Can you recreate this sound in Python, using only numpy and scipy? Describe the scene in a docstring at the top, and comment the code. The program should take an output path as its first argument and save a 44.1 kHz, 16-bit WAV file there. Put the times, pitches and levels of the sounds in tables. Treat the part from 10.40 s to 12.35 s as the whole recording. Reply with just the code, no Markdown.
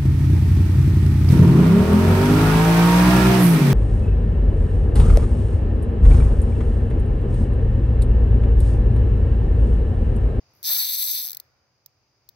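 """A fishing line ticks faintly as it tightens, then the reel bursts into a hissing whir: a cast over a lake.
The pawl strikes the spool's teeth so fast that the impacts fuse, exciting the resonances of the reel; they
separate into single ticks as the spool runs down, and two more teeth slip later. The line swishes through the
guides, a brief falling tone rides on the whir, the spinning spool shakes the rod, and the far bank returns a
dull echo. Behind it lie a soft wash over the water and the low rumble and thin hiss of the air."""
import sys
import numpy as np
from scipy import signal
from scipy.fft import rfft, irfft, next_fast_len
from scipy.io import wavfile
from scipy.ndimage import uniform_filter1d

SR = 44100
rng = np.random.default_rng(int(sys.argv[2]) if len(sys.argv) > 2 else 0)


def write(x):
    x = np.atleast_2d(x).T
    wavfile.write(sys.argv[1], SR, np.round(np.clip(x, -1, 1) * 32767).astype(np.int16))


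N = 85995
TIME = np.arange(N) / SR
FFT_SIZE = next_fast_len(2 * N)
HZ = np.maximum(np.arange(FFT_SIZE // 2 + 1) * SR / FFT_SIZE, 1)
ARRIVAL_S = np.array([[0], [0.0004863]])   # left, right: the reel's sound reaches the right side later


# Transfer function of the reel: f/Hz, left gain/dB, right gain/dB
REEL_RESPONSE = [(295, -29.5, -37.5), (1448, -29, -24), (1970, -17.5, -17.5), (2426, -16, -15.5),
                 (3240, -12.5, -10.5), (3590, 1.5, 0.5), (3885, -0.5, -0.5), (4590, -0.5, -1),
                 (4770, -5, -0.5), (5200, -9, -2), (5640, -4.5, 0.5), (6580, -3.5, -3.5), (7030, -15, -24),
                 (8150, -11.5, -4), (8990, -12.5, -18.5), (11320, 0, -1), (11600, -1, 4.5), (11780, 4.5, 2),
                 (12100, 9, -1.5), (13700, 3, -3.5), (13800, -0.5, -1.5), (14200, 2, 6.5), (15100, 3.5, -4),
                 (15600, 8, -8.5)]
# Normal modes of spool and frame: f/Hz, gain/dB, T60/s
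REEL_MODES = [(2330, -2, .08), (3531, -9, .08), (4290, 3, .028), (5120, 3, .018), (5950, 2, .025),
              (8440, -4, .22), (11860, -10, .15), (13800, -5, .016), (14700, -4, .008)]

def reel(body_db=10.0, scatter_s=.0007, scatter_above_hz=3290, shore_t60_s=.33):
    """Forced vibration: the pawl drives damped modes, heard directly and by short reflected paths."""
    modes = 1 + sum(from_db(db) / (1 + 2j * np.pi * (HZ - hz) * t60 / np.log(1000))
                    for hz, db, t60 in REEL_MODES)
    body = modes * minimum_phase(in_hz(REEL_RESPONSE))
    treble = 1 / (1 + (scatter_above_hz / np.maximum(HZ, 100)) ** 20)
    scatter = from_db(-7) * diffuse(TIME * np.exp(-TIME / scatter_s)) * treble   # off rod and hand
    shore = from_db(-32) * diffuse(from_db(-60 * TIME / shore_t60_s))
    return from_db(body_db) * filtered(pawl(), body * (delay(ARRIVAL_S) + scatter + shore))


# Single teeth at low speed: t/s, relative level/dB in four rising bands, left minus right/dB
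SLOW_TEETH = [(.2290, -42, -37, -36, -35, 0), (.2362, -40, -36, -38, -38, 0),
              (.2414, -35, -33, -34, -33, 0), (.8692, -33, -31, -31, -31, 0),
              (.8772, -34, -33, -32, -32, 0), (.8857, -33, -33, -34, -34, 0),
              (.8951, -34, -33, -33, -33, 0), (.905, -35, -33, -35, -34, 0), (.9163, -37, -35, -34, -33, 0),
              (.9303, -37, -35, -36, -36, 0), (.9471, -37, -35, -36, -36, 0),
              (.9694, -38, -37, -37, -35, 0), (.9993, -40, -39, -37, -37, 0),
              (1.4601, -50, -43, -49, -44, -6), (1.8891, -44, -41, -47, -43, 2)]
BAND_EDGES_HZ = (4750, 7300, 12800)
FAST_STRIKE_SHARE, SLOW_STRIKE_SHARE = (.5, .33, .45, .3), .65   # energy in the clean strike; fast: by band
CHATTER_CORRELATION = (.9, .75, .72, .72)   # left with right, by band
REBOUND_DELAYS_S, REBOUND_FEEDBACK = (.00013, .00021, .00034, .00055), .55

def pawl(rise_s=.0007, decay_s=.0009, rattle_s=.0033, rattle_db=-13, slow_gain_db=2.5):
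    """Impact excitation: each tooth's energy divides between a rebounding strike and contact chatter."""
    age = np.maximum(TIME - rise_s, 0)
    decay = np.exp(-2 * age / decay_s) + from_db(rattle_db) ** 2 * np.exp(-2 * age / rattle_s)
    burst = np.minimum(TIME / rise_s, 1) * decay   # power envelope of one tooth's chatter
    rebounds = np.prod([(delay(s) - REBOUND_FEEDBACK) / (1 - REBOUND_FEEDBACK * delay(s))
                        for s in REBOUND_DELAYS_S], axis=0)   # all-pass echoes within the frame
    fast, period_s = fast_teeth()
    times, *levels, pan_db = np.vstack([fast, SLOW_TEETH]).T
    onsets = (times * SR).astype(int)
    # Weighting by the period keeps the power of the whir independent of the tooth rate.
    weight = np.r_[period_s * SR / burst.sum(), np.full(len(SLOW_TEETH), from_db(slow_gain_db) ** 2)]
    lowpasses = [1 / (1 + (HZ / hz) ** 30) for hz in BAND_EDGES_HZ]
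    bands = np.diff(lowpasses, axis=0, prepend=0, append=1)
    clicks = 0
    for band, db, fast_share, correlation in zip(bands, levels, FAST_STRIKE_SHARE, CHATTER_CORRELATION):
        energy = weight * from_db(db) ** 2
        share = np.r_[np.full(len(fast), fast_share), np.full(len(SLOW_TEETH), SLOW_STRIKE_SHARE)]
        strike_energy = burst.sum() * np.bincount(onsets, energy * share, N)
        strikes = filtered(np.sqrt(strike_energy), rebounds)
        chatter_power = filtered(np.bincount(onsets, energy * (1 - share), N), rfft(burst, FFT_SIZE))
        chatter = contacts(correlation) * np.sqrt(np.maximum(chatter_power, 0))
        clicks = clicks + filtered(strikes + chatter, band)
    balance_db = in_time(sorted(zip(times, pan_db)))[0]
    return clicks * from_db(balance_db * [[.5], [-.5]])


# Tooth-passing frequency of the spool: t/s, f/Hz
TOOTH_RATE = [(.242, 215), (.25, 250), (.262, 360), (.28, 447), (.31, 465), (.358, 583), (.372, 560),
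              (.385, 643), (.408, 640), (.432, 530), (.46, 421), (.49, 358), (.55, 301), (.58, 307),
              (.635, 350), (.7, 340), (.81, 313), (.825, 240), (.87, 135)]
# Envelope of the whir: t/s, relative level/dB in the four bands
WHIR_LEVELS = [(0.245, -35.5, -35.5, -42, -34.5), (0.257, -34, -33, -33, -33.5),
               (0.307, -31.5, -35, -29.5, -27), (0.365, -30, -35, -32, -28.5),
               (0.381, -38, -30.5, -28.5, -30.5), (0.389, -32.5, -37, -28.5, -28),
               (0.477, -33, -38, -33, -36), (0.491, -30.5, -36.5, -31, -32),
               (0.505, -35.5, -40.5, -33.5, -33.5), (0.543, -34, -36, -28.5, -34),
               (0.555, -33, -33.5, -33, -39), (0.569, -39, -38.5, -31.5, -32.5),
               (0.619, -32.5, -38.5, -28.5, -33.5), (0.649, -38, -37, -30, -33),
               (0.691, -35.5, -36, -29, -37), (0.699, -34, -35, -35, -29), (0.717, -40, -35.5, -30.5, -33),
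               (0.771, -33.5, -38, -32, -34.5), (0.841, -42, -42.5, -37, -36.5), (0.86, -44, -40, -36, -43)]

def fast_teeth(band_gains_db=(2, 4, 0, -1), jitter_s=.000014, spread_db=1):
    """Integrating the tooth rate times the impacts; returns rows like SLOW_TEETH, and their periods."""
    t = TIME[(TIME >= TOOTH_RATE[0][0]) & (TIME <= TOOTH_RATE[-1][0])]
    teeth_passed = np.cumsum(in_time(TOOTH_RATE, t)[0]) / SR
    times = np.interp(np.arange(1, teeth_passed[-1] - .5), teeth_passed, t)
    lateness, weakness = rng.standard_normal((len(times), 2)).T
    levels = [db + gain_db - spread_db * weakness
              for db, gain_db in zip(in_time(WHIR_LEVELS, times), band_gains_db)]
    rows = np.transpose([times + jitter_s * lateness, *levels, np.zeros_like(times)])
    return rows, 1 / in_time(TOOTH_RATE, times)[0]


def contacts(correlation, grain_db=3):
    """Superposition of tiny metal contacts: stereo noise of rms 1, its level redrawn every 8 samples."""
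    common = np.sqrt(correlation) * rng.standard_normal(N)
    separate = np.sqrt(1 - correlation) * rng.standard_normal((2, N))
    grains = (common + separate) * from_db(grain_db * np.repeat(rng.standard_normal(N), 8)[:N])
    return grains / grains.std()


# Tone of the spool near top speed: t/s, f/Hz, level/dB
WHISTLE = [(.375, 4450, -65), (.39, 4520, -30), (.41, 4500, -29), (.425, 4300, -32), (.445, 4200, -38),
           (.46, 4150, -75)]

def spool_whistle(waver_hz=57.8):
    """Random frequency modulation: a brief, wavering tone glides down near 4.5 kHz, riding high on the whir at
    top speed."""
    hz, db = in_time(WHISTLE)
    waver = uniform_filter1d(rng.standard_normal(N), size=200)
    phase = 2 * np.pi * np.cumsum(hz + waver_hz * waver / waver.std()) / SR
    tone = from_db(db) * np.sin(phase) * during(WHISTLE)
    return filtered(tone, delay(ARRIVAL_S))


# Ticks of the tightening line, and its faint slide: t/s, level/dB
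TENSION_TICKS = [(.1085, -70.5), (.1372, -54.5), (.1508, -55.5), (.162, -58.5), (.1725, -57.5)]
SLIDE_LEVEL = [(.13, -89.5), (.18, -68), (.225, -67.5), (.24, -93)]
# Spectrum of both: f/Hz, relative level/dB
TENSION_SPECTRUM = [(4000, -25), (9000, -18.5), (12000, 7), (15000, -1)]
# Line running through the guides: t/s, level/dB
SWISH_LEVEL = [(.22, -94), (.27, -69), (.3, -42), (.33, -51.5), (.41, -49), (.48, -67.5), (.7, -64.5),
               (.8, -81), (.87, -57.5), (.95, -80), (1.05, -100)]
# Its spectrum: f/Hz, relative level/dB
SWISH_SPECTRUM = [(60, -15), (130, -2), (300, -7), (600, 5.5), (1100, 2.5), (2000, 9.5), (3500, -36),
                  (8000, -29)]

def line():
    """Friction noise: the line ticks and slides under tension, then swishes out through the guides."""
    ticks = pulses(TENSION_TICKS, rise_s=.0005)
    slide = envelope(SLIDE_LEVEL) * during(SLIDE_LEVEL)
    creak = (ticks + slide) * noise(TENSION_SPECTRUM, correlation=.087)
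    return creak + envelope(SWISH_LEVEL) * noise(SWISH_SPECTRUM, correlation=.24)


# Bumps of the rod in the hand: t/s, level/dB
ROD_BUMPS = [(.845, -53), (.9, -64)]
# Spectra of the bumps and of the shaking rod: f/Hz, relative level/dB
BUMP_SPECTRUM = [(100, -5), (300, -6), (650, 2.5), (1200, -9)]
SHAKE_SPECTRUM = [(25, -37), (60, -2.5), (110, 6), (200, -19), (330, 3), (700, -28.5), (3000, -63.5)]

def rod(shake_db=-66.5):
    """Structure-borne sound: the spinning spool shakes the rod, which bumps twice as the spool slows."""
    spinning = uniform_filter1d(1.0 * during(TOOTH_RATE), size=2000)
    shake = from_db(shake_db) * spinning * noise(SHAKE_SPECTRUM, correlation=.93)
    return shake + pulses(ROD_BUMPS, rise_s=.0064) * noise(BUMP_SPECTRUM, correlation=.98)


# Reflection from the far bank: f/Hz, gain/dB
BANK_RESPONSE = [(300, -6.5), (1400, -5), (2300, -11), (4000, -39.5), (8000, -46), (15000, -61.5)]

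def bank_echo(sound, t60_s=1):
    """Diffuse reflection: the trees around the lake return a dull, exponentially decaying echo."""
    tail = diffuse(from_db(-60 * TIME / t60_s))
    return filtered(sound, from_db(in_hz(BANK_RESPONSE)) * tail)


# Wash over the water: t/s, level/dB
WASH_LEVEL = [(.85, -100), (1.02, -72), (1.22, -75), (1.5, -94)]
# Its spectrum: f/Hz, relative level/dB
WASH_SPECTRUM = [(250, -22), (560, 4), (900, -6), (1450, 0.5), (2200, -20.5), (5000, -45)]

def wash():
    """Amplitude-modulated noise: a soft, distant wash swells and fades after the cast."""
    return envelope(WASH_LEVEL) * noise(WASH_SPECTRUM, correlation=.6)


# Ambient noise: t/s, level/dB
AIR_ENVELOPE = [(0, -63.5), (.25, -62), (1.0, -67.5), (1.3, -69.5), (1.6, -69), (1.95, -68)]
# Its spectral density: f/Hz, relative level/dB
AIR_SPECTRUM = [(25, -32.5), (50, -6.5), (88, 1), (135, -1.5), (170, -10), (330, -10.5), (600, -10.5),
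                (1000, -12), (1400, -16), (1900, -18), (2400, -15.5), (3400, -24.5), (4400, -18.5),
                (4900, -6.5), (5300, -16.5), (5900, -15.5), (6700, -21), (7400, -41.5), (15000, -32.5)]
# Its likeness between left and right: f/Hz, correlation coefficient
AIR_CORRELATION = [(40, 0.097), (100, 0.92), (250, 0.9), (600, 0.71), (5000, 0)]

def air(hum_hz=128, hum_rms_db=-79.5):
    """A partly coherent field: low rumble largely common to both sides, a wide hiss and a faint hum."""
    hum = from_db(hum_rms_db) * np.sqrt(2) * np.sin(2 * np.pi * hum_hz * TIME)
    return envelope(AIR_ENVELOPE) * noise(AIR_SPECTRUM, in_hz(AIR_CORRELATION)[0]) + hum


def from_db(db):
    """Amplitude ratio of a level in decibels."""
    return 10 ** (np.asarray(db) / 20)


def in_time(rows, t=TIME):
    """Linear interpolation of a table's columns at the times t."""
    times, *columns = np.transpose(rows)
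    return [np.interp(t, times, column) for column in columns]


def in_hz(rows):
    """Interpolation of a table's columns over logarithmic frequency."""
    hz, *columns = np.transpose(rows)
    return np.array([np.interp(np.log(HZ), np.log(hz), column) for column in columns])


def envelope(rows):
    """Amplitude envelope of a level curve."""
    return from_db(in_time(rows)[0])


def during(rows):
    """Rectangular window from a table's first time to its last."""
    return (TIME > rows[0][0]) & (TIME < rows[-1][0])


def pulses(rows, rise_s):
    """Critically damped envelopes, each peaking rise_s after its onset."""
    ages = [(np.maximum(TIME - onset, 0) / rise_s, db) for onset, db in rows]
    return sum(from_db(db) * age * np.exp(1 - age) for age, db in ages)


def filtered(x, response):
    """Convolution as a product of spectra."""
    return irfft(rfft(x, FFT_SIZE) * response, FFT_SIZE)[..., :N]


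def delay(seconds):
    """Linear phase response of a pure delay."""
    return np.exp(-2j * np.pi * HZ * seconds)


def minimum_phase(db):
    """Causal response with these gains, by folding the cepstrum."""
    cepstrum = irfft(np.log(from_db(db)), FFT_SIZE)
    cepstrum[..., 1:FFT_SIZE // 2] *= 2
    cepstrum[..., FFT_SIZE // 2 + 1:] = 0
    return np.exp(rfft(cepstrum))


def noise(spectrum, correlation):
    """Coloured stereo noise of rms 1; the ratio of mid to side sets the correlation."""
    gain = from_db(in_hz(spectrum)[0])
    mid = filtered(rng.standard_normal(N), gain * np.sqrt(1 + correlation))
    side = filtered(rng.standard_normal(N), gain * np.sqrt(1 - correlation))
    stereo = np.array([mid + side, mid - side])
    return stereo / stereo.std()


def diffuse(decay):
    """Frequency response of dense random reflections, independent on each side, of unit energy."""
    reflections = rng.standard_normal((2, N)) * decay
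    return rfft(reflections / np.linalg.norm(reflections, axis=1, keepdims=True), FFT_SIZE)


def scene():
    """Superposition of the nearby tackle, its echo and the lake's background."""
    cast = reel() + spool_whistle() + line() + rod()
    return cast + bank_echo(cast) + wash() + air()


def record(dry):
    """Band limiting: an elliptic low-pass cuts steeply above 15750 Hz."""
    return signal.sosfilt(signal.ellip(12, .1, 80, 15750, fs=SR, output="sos"), dry)


dry = scene()
out = record(dry)
write(out)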